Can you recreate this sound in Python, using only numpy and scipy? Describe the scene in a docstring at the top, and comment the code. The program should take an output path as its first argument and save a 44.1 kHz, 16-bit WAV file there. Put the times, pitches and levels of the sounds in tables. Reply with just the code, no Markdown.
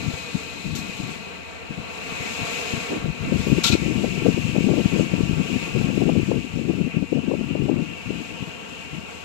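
"""Two diesels hum and roar some way off, under a hydraulic hiss that swells and fades on the breeze.
A dump truck is creeping away from a gravel heap, bed raised, with the second engine running beside it.
An air valve spits, then shuts with a second spurt; the moving truck gives two thin squeaks.
The stereo microphone stands in the open and gusts buffet it, nearly always on the left port.
The right channel is duller and lags the left by about 4 ms."""
import sys
import numpy as np
from scipy import signal
from scipy.fft import rfft, irfft, next_fast_len
from scipy.io import wavfile
from scipy.ndimage import uniform_filter1d, map_coordinates

SR = 44100
rng = np.random.default_rng(int(sys.argv[2]) if len(sys.argv) > 2 else 0)


def wrap_up_sound(samples):
    """Save the sound to the file named by the first command line argument, as 16-bit audio."""
    columns = np.atleast_2d(samples).T
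    # keep every value between -1 and 1, then stretch to whole-number steps
    tamed = np.clip(columns, -1, 1)
    steps = np.round(tamed * 32767).astype(np.int16)
    wavfile.write(sys.argv[1], SR, steps)


N = 407484


def amp(db):
    """Decibels to gain."""
    return 10 ** (np.asarray(db) / 20)


def unit(x):
    """Scale to rms 1."""
    return x / np.sqrt(np.mean(x ** 2) + 1e-20)


def clock():
    """The time of every sample, in seconds."""
    return np.arange(N) / SR


def along(points, hz):
    """Read (freq_hz, value) points at hz, on a log frequency axis."""
    freqs, values = np.transpose(points)
    return np.interp(np.log(hz + 1), np.log(freqs + 1), values)


def curves(rows):
    """One value per sample for each column after the time."""
    times, *columns = np.transpose(rows)
    return [np.interp(clock(), times, column) for column in columns]


def wobble(per_s):
    """A smooth random curve with per_s knots a second."""
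    knots = rng.standard_normal(int(N * per_s / SR) + 4)
    return map_coordinates(knots, [clock() * per_s])


def swell(peak_s, half_length_s):
    """A bell-shaped envelope of height 1."""
    return np.exp(-.5 * ((clock() - peak_s) / half_length_s) ** 2)


def filtered(x, response):
    """Filter x by a complex response of frequency."""
    size = next_fast_len(N + SR // 2)
    return irfft(rfft(x, size) * response(np.fft.rfftfreq(size, 1 / SR)), size)[..., :N]


def coloured(x, spectrum):
    """Shape x by (freq_hz, level_db) points, at rms 1."""
    return unit(filtered(x, lambda hz: amp(along(spectrum, hz))))


def resonances(modes, hz):
    """Summed response of (centre_hz, width_hz, gain) modes."""
    return sum(gain * 1j * hz * width / (centre ** 2 - hz ** 2 + 1j * hz * width)
               for centre, width, gain in modes)


def rough_tone(turns, width_hz):
    """A narrow band of noise around a tone whose phase is given in turns, at rms 1."""
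    fuzz = wobble(width_hz) + 1j * wobble(width_hz)
    return unit(np.real(fuzz * np.exp(2j * np.pi * turns)))


def rush(spectrum):
    """Stereo noise of rms 1, partly alike at the two ports."""
    # likeness of the machines at the left and right ports: freq_hz, coherence
    alike = [(80, 0.77), (500, 1), (1200, 0.9), (2500, 0.91), (3200, 0.54), (3800, 0.71), (5000, 0.39),
             (7500, 0.97), (9000, .1)]
    angle = lambda hz: np.arccos(np.clip(along(alike, hz), -1, 1)) / 2
    shares = lambda hz: np.array([np.cos(angle(hz)), np.sin(angle(hz))])
    mid, side = filtered(rng.standard_normal((2, N)), shares)
    return coloured(np.array([mid + side, mid - side]), spectrum)


def exhaust_hum(drift=0.0015, waver_db=2.0):
    """Exhaust tones of the two diesels, each drifting a little in pitch and level."""
    # engine tones: pitch_hz, rms_db
    tones = [(40.05, -83), (60.1, -63), (80.1, -49.5), (93.5, -50), (119.5, -64), (184.2, -53)]
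    out = 0
    for hz, db in tones:
        turns = hz * np.cumsum(1 + drift * wobble(4.96)) / SR + rng.random()
        level = amp(db - waver_db * wobble(5.8))
        out = out + level * np.sqrt(2) * np.sin(2 * np.pi * turns)
    return out


def roar_and_hiss(firing_hz=80.3, throb_db=0.9, flutter_db=0.85, sway_db=.5, churn_hz=45):
    """Engine roar throbs with the firing; oil hisses through a valve in a band that creeps upward."""
    # the machines as the breeze carries them, before each layer's gain: time_s, roar_db, hiss_db, fizz_db
    carried = [(0, -47, -40, -46), (0.52, -48.5, -42.5, -48.5), (1.03, -49, -40.5, -48),
               (1.33, -48, -44, -54), (1.68, -50.5, -46, -58), (2.05, -45, -39, -49), (2.26, -43, -36, -44),
               (2.76, -44, -35.5, -42), (2.92, -43, -37.5, -47.5), (3.1, -48.5, -45, -55),
               (3.15, -49, -43, -52.5), (3.4, -45.5, -37.5, -45.5), (4.45, -48, -37.5, -47),
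               (5.3, -47.5, -39.5, -48.5), (5.55, -46.5, -37, -46), (6.37, -51.5, -41.5, -52),
               (6.98, -54, -43.5, -56.5), (7.82, -50.5, -43.5, -55), (7.88, -50.5, -41, -54),
               (9.24, -50.5, -44, -53.5)]
    roar_gain_db, hiss_gain_db, fizz_gain_db = 10, 5, 9.5
    roar_db, hiss_db, fizz_db = curves(carried) + sway_db * wobble(4)

    # spectrum of the engine roar: freq_hz, level_db
    roar_spectrum = [(20, -26), (45, -16), (75, -15), (125, -10), (185, -2.5), (240, -2), (330, 2),
                     (460, 3), (700, -2), (950, -4.5), (1400, -4.5), (2000, -10.5), (3200, -7.5),
                     (5000, -57)]
    throb = throb_db * np.cos(2 * np.pi * firing_hz * clock())
    roar = amp(roar_db + roar_gain_db + throb + flutter_db * wobble(14)) * rush(roar_spectrum)

    # spectrum of the hydraulic hiss: freq_hz, level_db
    hiss_spectrum = [(1300, -30), (1950, -15.5), (2250, -6.5), (2450, -2), (2600, -2), (2750, -2),
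                     (3000, -9.5), (3400, -21.5), (5000, -62)]
    # centre of the hiss, whose swing about its mean shifts the band: time_s, pitch_hz
    hiss_pitch = [(0, 2523), (3.7, 2536), (4.2, 2610), (6, 2618), (7.5, 2635), (9.24, 2661)]
    centre_hz, = curves(hiss_pitch)
    shift_hz = centre_hz - centre_hz.mean() + churn_hz * wobble(12)
    glide = np.exp(2j * np.pi * np.cumsum(shift_hz) / SR)
    hiss_level = amp(hiss_db + hiss_gain_db + flutter_db * wobble(20))
    hiss = hiss_level * np.real(signal.hilbert(rush(hiss_spectrum)) * glide)

    # a thinner hiss that fades as the truck moves off: time_s, level_db
    thin_levels = [(0, -42.5), (1, -44), (1.6, -50), (2.5, -41), (3.2, -48), (4, -54), (9.24, -60)]
    # its narrow spectrum: freq_hz, level_db
    thin_spectrum = [(3200, -23), (3750, -4.5), (4030, -0.5), (4350, -4.5), (4900, -51)]
    thin = amp(curves(thin_levels)[0] + np.array([[0], [-6]])) * rush(thin_spectrum)  # softer at right

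    # spectrum of the high fizz: freq_hz, level_db
    fizz_spectrum = [(1800, -46), (3000, 0), (3500, 0.5), (4100, 0), (4700, -4), (5850, -7), (6500, -3.5),
                     (7600, -3.5), (10000, -14), (11500, -9.5), (15500, -14)]
    # the right channel's high fizz drops faster when it is faint
    extra_slope, balanced_at_db = 0.37, -49.5
    balance_db = np.outer([0, 1], extra_slope * (fizz_db - balanced_at_db))
    fizz = amp(fizz_db + fizz_gain_db + balance_db + 0.78 * wobble(17)) * rush(fizz_spectrum)

    # panels and ducts that colour the machines: centre_hz, width_hz, added_gain
    panels = [(805, 180, 0.12), (1070, 63, 0.33), (1420, 100, 0.039), (5260, 430, 0.39), (6450, 280, 0.29),
              (7520, 330, 0.24)]
    return filtered(roar + hiss + thin + fizz, lambda hz: 1 + resonances(panels, hz))


def valve_song(width_hz=100, waver_hz=40, waver_per_s=9, swell_db=1.3):
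    """The oil valve sings: a rasping whistle that wavers on the crest of the hydraulic hiss."""
    # course of the whistle: time_s, level_db, pitch_hz
    song = [(0, -41, 2530), (0.5, -41.5, 2528), (1.2, -41, 2537), (1.6, -47, 2561), (2.6, -36, 2631),
            (3.2, -46, 2619), (4.2, -42, 2718), (4.85, -43, 2559), (5.65, -39, 2632), (6.5, -48, 2663),
            (7.5, -41.5, 2712), (7.7, -46, 2727), (7.95, -41, 2721), (8.35, -50, 2708), (8.8, -42, 2740),
            (9.24, -50, 2740)]
    db, hz = curves(song)
    hz = hz + waver_hz * wobble(waver_per_s)
    return amp(db + swell_db * wobble(waver_per_s)) * rough_tone(np.cumsum(hz) / SR, width_hz)


def gust(start_s, length_s, rise_s=0.0058, fall_db_per_s=600):
    """A gust of height 1 rises quickly, holds and drops away."""
    age = clock() - start_s
    rise = np.clip(age / rise_s + .5, 0, 1)
    return rise * amp(-fall_db_per_s * np.clip(age - length_s, 0, .5))


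def buffet(force, pushes, bass_gain, eddy_hz, hard_db=-18, bass_hz=130, smooth_s=0.02, evenness=0.64):
    """Turbulence on one port: a running force and brief pushes, each with its own eddy size."""
    # rumble of a light flow over the port: freq_hz, level_db
    soft_wind = [(15, -25), (30, -27), (60, -6), (110, -4), (165, 3.5), (260, -2), (400, -16.5),
                 (600, -32.5), (900, -48), (1500, -77)]
    # rumble of a hard flow: freq_hz, level_db
    hard_wind = [(15, -29), (30, -21), (110, -5), (165, 4.5), (260, 3.5), (400, -1.5), (600, -14.5),
                 (900, -33), (1400, -53), (2500, -76)]
    usual_hz = 250  # eddy pitch that leaves both spectra unshifted
    speed = np.ones(N) * eddy_hz / usual_hz
    for peak_s, db, hz, half_length_s in pushes:
        bell = swell(peak_s, half_length_s)
        force = np.maximum(force, amp(db) * bell)
        reach = np.minimum(2 * bell, 1)
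        speed = speed + reach * (hz / usual_hz - speed)
    eddies = rng.standard_normal(N)
    travel = [np.cumsum(speed)]
    passing = lambda spectrum: map_coordinates(coloured(eddies, spectrum), travel, mode="mirror")
    # the harder the push, the smaller and brighter the eddies
    hardness = force ** 2 / (force ** 2 + amp(hard_db) ** 2)
    flow = (1 - hardness) * passing(soft_wind) + hardness * passing(hard_wind)
    bass = filtered(flow, lambda hz: 1 / (1 + (hz / bass_hz) ** 4))
    flow = flow + (bass_gain - 1) * bass
    # the push, more than chance, sets the strength of each eddy
    power = uniform_filter1d(flow ** 2, int(smooth_s * SR) + 1)
    power = np.abs(uniform_filter1d(power, SR // 300)) + 1e-6
    return force * unit(flow / power ** (evenness / 2))


def wind(eddy_hz=255.5, pitch_scatter=.09, gust_gain_db=0.17, lumps_db=3.0, ceiling=0.99):
    """Wind right on the microphone: lumpy gusts and sharp slaps at left, a few puffs at right."""
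    # steady breeze on the left port: time_s, level_db
    breeze = [(0, -40.5), (1.1, -39), (1.5, -50), (2.2, -39.5), (3.15, -38), (3.35, -26.5), (4.8, -28),
              (5.65, -28.5), (6.2, -28), (6.5, -31), (7.08, -37), (7.25, -28), (7.7, -32), (8, -42),
              (8.8, -38.5), (9.24, -43)]
    # gusts on the left port: start_s, length_s, level_db
    gusts = [(0, 0.11, -28), (0.345, 0.022, -22.5), (0.646, 0.11, -27.5), (0.772, 0.11, -31),
             (0.985, 0.13, -30.5), (1.192, 0.021, -35.5), (1.695, 0.036, -33.5), (1.773, 0.032, -28.5),
             (2.193, 0.078, -32.5), (2.387, 0.049, -30), (2.735, 0.043, -26.5), (2.897, 0.13, -29),
             (3.044, 0.055, -24), (3.198, 0.1, -25), (3.32, 0.079, -18.5), (3.466, 0.11, -18.5),
             (3.668, 0.069, -20.5), (3.797, 0.38, -21.5), (4.242, 0.084, -19), (4.36, 0.2, -22.5),
             (4.574, 0.29, -20), (4.915, 0.11, -18), (5.111, 0.35, -24), (5.515, 0.06, -22),
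             (5.749, 0.27, -20), (6.008, 0.19, -19), (6.276, 0.12, -20), (6.55, 0.34, -21.5),
             (6.941, 0.098, -21.5), (7.12, 0.079, -20), (7.234, 0.12, -22), (7.36, 0.085, -25.5),
             (7.503, 0.23, -21), (7.758, 0.07, -20.5), (7.85, 0.1, -31), (8.057, 0.16, -28),
             (8.302, 0.064, -34.5), (8.404, 0.025, -26), (8.468, 0.019, -30.5), (8.929, 0.055, -29.5)]
    flow = amp(curves(breeze)[0])
    for start_s, length_s, db in gusts:
        flow = np.maximum(flow, amp(db + gust_gain_db) * gust(start_s, length_s))
    lumpy_flow = flow * amp(lumps_db * wobble(65))
    wavering_hz = eddy_hz * np.exp(pitch_scatter * wobble(40))

    # puffs that reach the right port: peak_s, level_db, eddy_hz, half_length_s
    puffs = [(0.683, -31, 100.2, 0.019), (2.922, -23.5, 499, 0.02), (2.958, -24, 463, 0.021),
             (2.996, -33, 72.7, 0.015), (3.271, -20, 167, 0.021)]
    right = buffet(np.zeros(N), puffs, bass_gain=0.4, eddy_hz=eddy_hz)

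    # single eddies that slap the left port: peak_s, level_db, eddy_hz, half_length_s
    slaps = [(0.085, -17, 180, .011), (0.142, -24, 125, 0.0066), (0.357, -15, 199, 0.005),
             (0.663, -22.5, 200.4, .013), (0.732, -19, 166, 0.0088), (0.792, -21, 206, 0.0036),
             (0.895, -21, 171.2, 0.0041), (1.004, -19.5, 190.4, 0.0047), (1.709, -22, 200.2, 0.0051),
             (1.798, -22, 190.3, 0.0051), (2.124, -25, 170.6, 0.0044), (2.207, -26, 169.6, 0.0059),
             (2.422, -24, 175, 0.0068), (2.739, -16.5, 202.2, 0.0061), (2.779, -22, 200.3, 0.0052),
             (2.925, -23, 374, 0.013), (2.957, -32, 419.2, 0.013), (3.047, -16, 183, 0.0037),
             (3.096, -16, 154.5, 0.011), (3.219, -22, 160.5, 0.0044), (3.351, -12, 199, 0.0067),
             (3.404, -13.5, 178, 0.0089), (3.473, -12, 279.5, 0.0034), (3.526, -8, 212, 0.0097),
             (3.583, -12, 270, 0.0077), (3.705, -11.5, 222.8, 0.0042), (3.735, -8, 208.5, 0.00508),
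             (3.746, -13, 200, .003), (3.754, -9.5, 235, 0.0044), (3.883, -15.5, 272.7, 0.0066),
             (3.913, -19.5, 309, .004), (3.96, -14, 195.3, 0.0062), (4.046, -12.5, 375.7, 0.0053),
             (4.223, -13.5, 246.7, .003), (4.266, -8.5, 349.2, 0.0051), (4.288, -7.5, 285, 0.0053),
             (4.345, -18, 197, 0.0041), (4.395, -16, 175.4, 0.0047), (4.454, -14, 151.8, 0.0091),
             (4.495, -16, 214, 0.0052), (4.535, -19, 203.6, 0.0039), (4.557, -19, 520, .0025),
             (4.566, -10.5, 349, 0.0029), (4.585, -6.5, 262.5, 0.0039), (4.608, -13, 235, 0.0028),
             (4.643, -9, 218, 0.0031), (4.673, -8, 224.8, 0.0041), (4.689, -15.5, 379.7, 0.00302),
             (4.704, -10, 258.8, .0025), (4.714, -9, 256, 0.0038), (4.739, -15, 379.4, 0.0042),
             (4.775, -13, 338, .003), (4.786, -9, 263, 0.0039), (4.859, -7, 170.9, 0.0037),
             (4.922, -18.5, 320.4, 0.0038), (4.939, -12, 217.6, 0.0042), (4.963, -13.5, 289, 0.0039),
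             (4.999, -8, 249.5, 0.0032), (5.01, -10.5, 245.9, 0.0036), (5.067, -16, 217.5, .004),
             (5.122, -18, 216.2, 0.0031), (5.139, -11, 245, 0.0038), (5.211, -11, 219.6, 0.005),
             (5.238, -13, 185.6, .004), (5.297, -13, 197.2, 0.0035), (5.314, -12.5, 226.3, 0.0028),
             (5.334, -12.5, 182.8, 0.0035), (5.384, -15.5, 201.7, .003), (5.407, -13.5, 235.2, 0.011),
             (5.563, -14, 234.8, 0.008), (5.802, -15, 244, 0.0039), (5.814, -14.5, 370, 0.0032),
             (5.903, -13, 274.8, 0.0038), (5.978, -10.5, 273.4, 0.0041), (6.018, -12.5, 359.4, 0.0051),
             (6.067, -10, 213.7, 0.0081), (6.084, -12, 247.7, 0.0039), (6.095, -8.5, 399.8, 0.00407),
             (6.157, -16, 370, 0.0034), (6.165, -11, 189.9, .004), (6.182, -9, 189.7, 0.0058),
             (6.22, -18, 189.3, 0.0041), (6.235, -14.5, 189, .004), (6.318, -11.5, 370.4, 0.0033),
             (6.369, -14, 225, 0.009), (6.54, -18, 195.7, .004), (6.592, -13.5, 239.4, 0.0051),
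             (6.7, -11.5, 280, 0.011), (6.738, -16.5, 220.3, 0.0041), (6.811, -12, 238.4, 0.0076),
             (6.854, -13.5, 172.5, 0.0045), (6.973, -11, 230.9, 0.0045), (7.028, -13.5, 249.7, 0.0044),
             (7.128, -11, 284.2, 0.0048), (7.191, -13.5, 236.8, 0.0037), (7.286, -14.5, 278.6, 0.0042),
             (7.298, -17, 329, 0.003), (7.317, -13, 422, 0.0051), (7.339, -15.5, 358, .004),
             (7.352, -15, 258, .003), (7.415, -14.5, 260.5, .004), (7.465, -18, 188, .003),
             (7.512, -15, 246, 0.0028), (7.555, -16.5, 315.4, 0.0038), (7.602, -13, 200.3, .005),
             (7.622, -14.5, 196.3, 0.0038), (7.687, -14, 340, .0035), (7.698, -12.5, 459.7, .005),
             (7.717, -14, 291, 0.0043), (7.73, -13.5, 240, .003), (7.742, -14, 270, 0.0027),
             (7.786, -15, 242, 0.0035), (8.072, -22, 191.5, 0.0043), (8.107, -16, 252.7, 0.0045),
             (8.158, -21.5, 220, 0.0045), (8.429, -20, 220, 0.0064), (8.946, -24.5, 204.6, 0.0097)]
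    # lesser slaps stray in at random, most often in the strongest flow
    stray_per_s, over_flow_db, half_length_s = 4, 3, 0.004012
    stray_samples = np.flatnonzero(rng.random(N) < stray_per_s / SR * unit(flow))
    strays = [(i / SR, 20 * np.log10(flow[i]) + over_flow_db, eddy_hz, half_length_s)
              for i in stray_samples]
    # weight of the wind's bass on the left port: time_s, gain_db
    wind_bass = [(0, -0.5), (1.5, -7), (2.6, -6), (3.1, -1.5), (3.8, 3), (4.6, -2), (6, 2), (6.8, -8),
                 (7.7, -5), (8.1, -8.5), (9.24, -6.5)]
    left = buffet(lumpy_flow, slaps + strays, amp(curves(wind_bass)[0]), wavering_hz)
    # the port rounds off the hardest pushes
    left = left / (1 + np.abs(left / ceiling) ** 4) ** (1 / 4)
    return np.array([left, right])


def air_valve(attack_s=0.0013, sag_db_per_s=110, t60_s=0.16, nozzle_db=-2, ring_width_hz=100):
    """Each burst of air sags as the pressure drops, then dies away among the steel walls."""
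    # valve bursts: start_s, level_db, length_s, treble_tilt_db_per_octave, ring_hz, ring_db
    bursts = [(0.75, -27.5, 0.045, 4, 4080, -9), (3.6354, -15.5, .004, 2, 7290, -14),
              (3.639, -10.5, 0.0052, -0.5, 3840, -2), (3.661, -15.5, 0.028, 0, 3510, -12),
              (3.7114, -21.5, .002, -2, 3930, 1), (3.7195, -16, 0.0059, -2, 2470, 1.5)]
    # spectrum of the air jet: freq_hz, level_db
    jet_spectrum = [(400, -34.5), (800, -9), (1900, -14), (2500, -1), (3200, 2.5), (3900, 2.5), (4700, -3),
                    (7500, -3.5), (10000, -17), (12000, -9), (15500, -16)]
    # nozzle resonances that the jet rings: centre_hz, width_hz, level_db
    nozzle = [(1386, 48, 5), (2367, 110, -3), (3460, 82, -14), (3740, 73, 4), (4000, 150, -0.5),
              (4290, 90, -20), (5300, 140, -13), (7540, 30, -28)]
    nozzle_modes = [(hz, width_hz, amp(db)) for hz, width_hz, db in nozzle]
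    drive = [(500, -18), (1300, -11), (8000, 5.5), (12000, -5)]  # noise that rings them: freq_hz, level_db
    ringing = lambda modes: unit(filtered(rush(drive), lambda hz: resonances(modes, hz)))
    out = 0
    for start_s, db, length_s, tilt, ring_hz, ring_db in bursts:
        jet = rush(jet_spectrum) + amp(nozzle_db) * ringing(nozzle_modes)
        jet = jet + amp(ring_db) * ringing([(ring_hz, ring_width_hz, 1)])
        jet = unit(filtered(jet, lambda hz: amp(tilt * np.log2(np.maximum(hz, 2000) / 2000))))
        age = np.maximum(clock() - start_s, 0)
        sag_db = sag_db_per_s * np.minimum(age, length_s)
        tail_db = 60 * np.maximum(age - length_s, 0) / t60_s
        out = out + jet * (1 - np.exp(-age / attack_s)) * amp(db - sag_db - tail_db)
    return out


def squeaks(width_hz=120):
    """Brief, thin squeaks from the moving truck, each a slightly rough high tone."""
    # metal squeaks: peak_s, level_db, pitch_hz, half_length_s
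    events = [(0.785, -33, 13700, .018), (3.494, -29, 13600, .02)]
    return sum(amp(db) * swell(peak_s, half_length_s) * rough_tone(hz * clock(), width_hz)
               for peak_s, db, hz, half_length_s in events)


def scene():
    """Machines at a distance, wind at the microphone."""
    return exhaust_hum() + roar_and_hiss() + valve_song() + air_valve() + squeaks() + wind()


def record(dry):
    """Two unlike channels, the right one duller and about 4 ms late, both cut off in the top treble."""
    # response that both microphone ports share: freq_hz, gain_db
    port = [(7900, -0.5), (8500, -8.5), (9100, -22.5), (9900, -3.5), (11400, -2.5), (12200, -5),
            (12900, -20), (15000, -16.5)]
    # response of the right channel against the left: freq_hz, gain_db
    right_response = [(80, -2.5), (400, -2), (900, 1.5), (1900, -1.5), (2600, -5), (3200, -16.5),
                      (4000, -13.5), (5000, -12), (7000, -7.5), (8000, -15), (8600, -43), (15000, -31)]
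    # phase by which the right channel trails, beyond its lag: freq_hz, phase_rad
    right_phase = [(200, -0.12), (450, -0.27), (820, -0.15), (1000, 0.094), (1700, 0.53), (2000, 1.13),
                   (2750, 0.95), (3100, 0.83), (4100, -0.68), (5000, -0.18), (6700, 0.11), (7300, 1)]
    right_lag_s, top_hz = .00436, 15200
    trailing = lambda hz: 2 * np.pi * hz * right_lag_s + along(right_phase, hz)
    right = lambda hz: amp(along(right_response, hz)) * np.exp(-1j * trailing(hz))
    channels = lambda hz: amp(along(port, hz)) * np.array([np.ones_like(hz), right(hz)])
    return filtered(dry, lambda hz: channels(hz) * (hz < top_hz))


dry = scene()
out = record(dry)
wrap_up_sound(out)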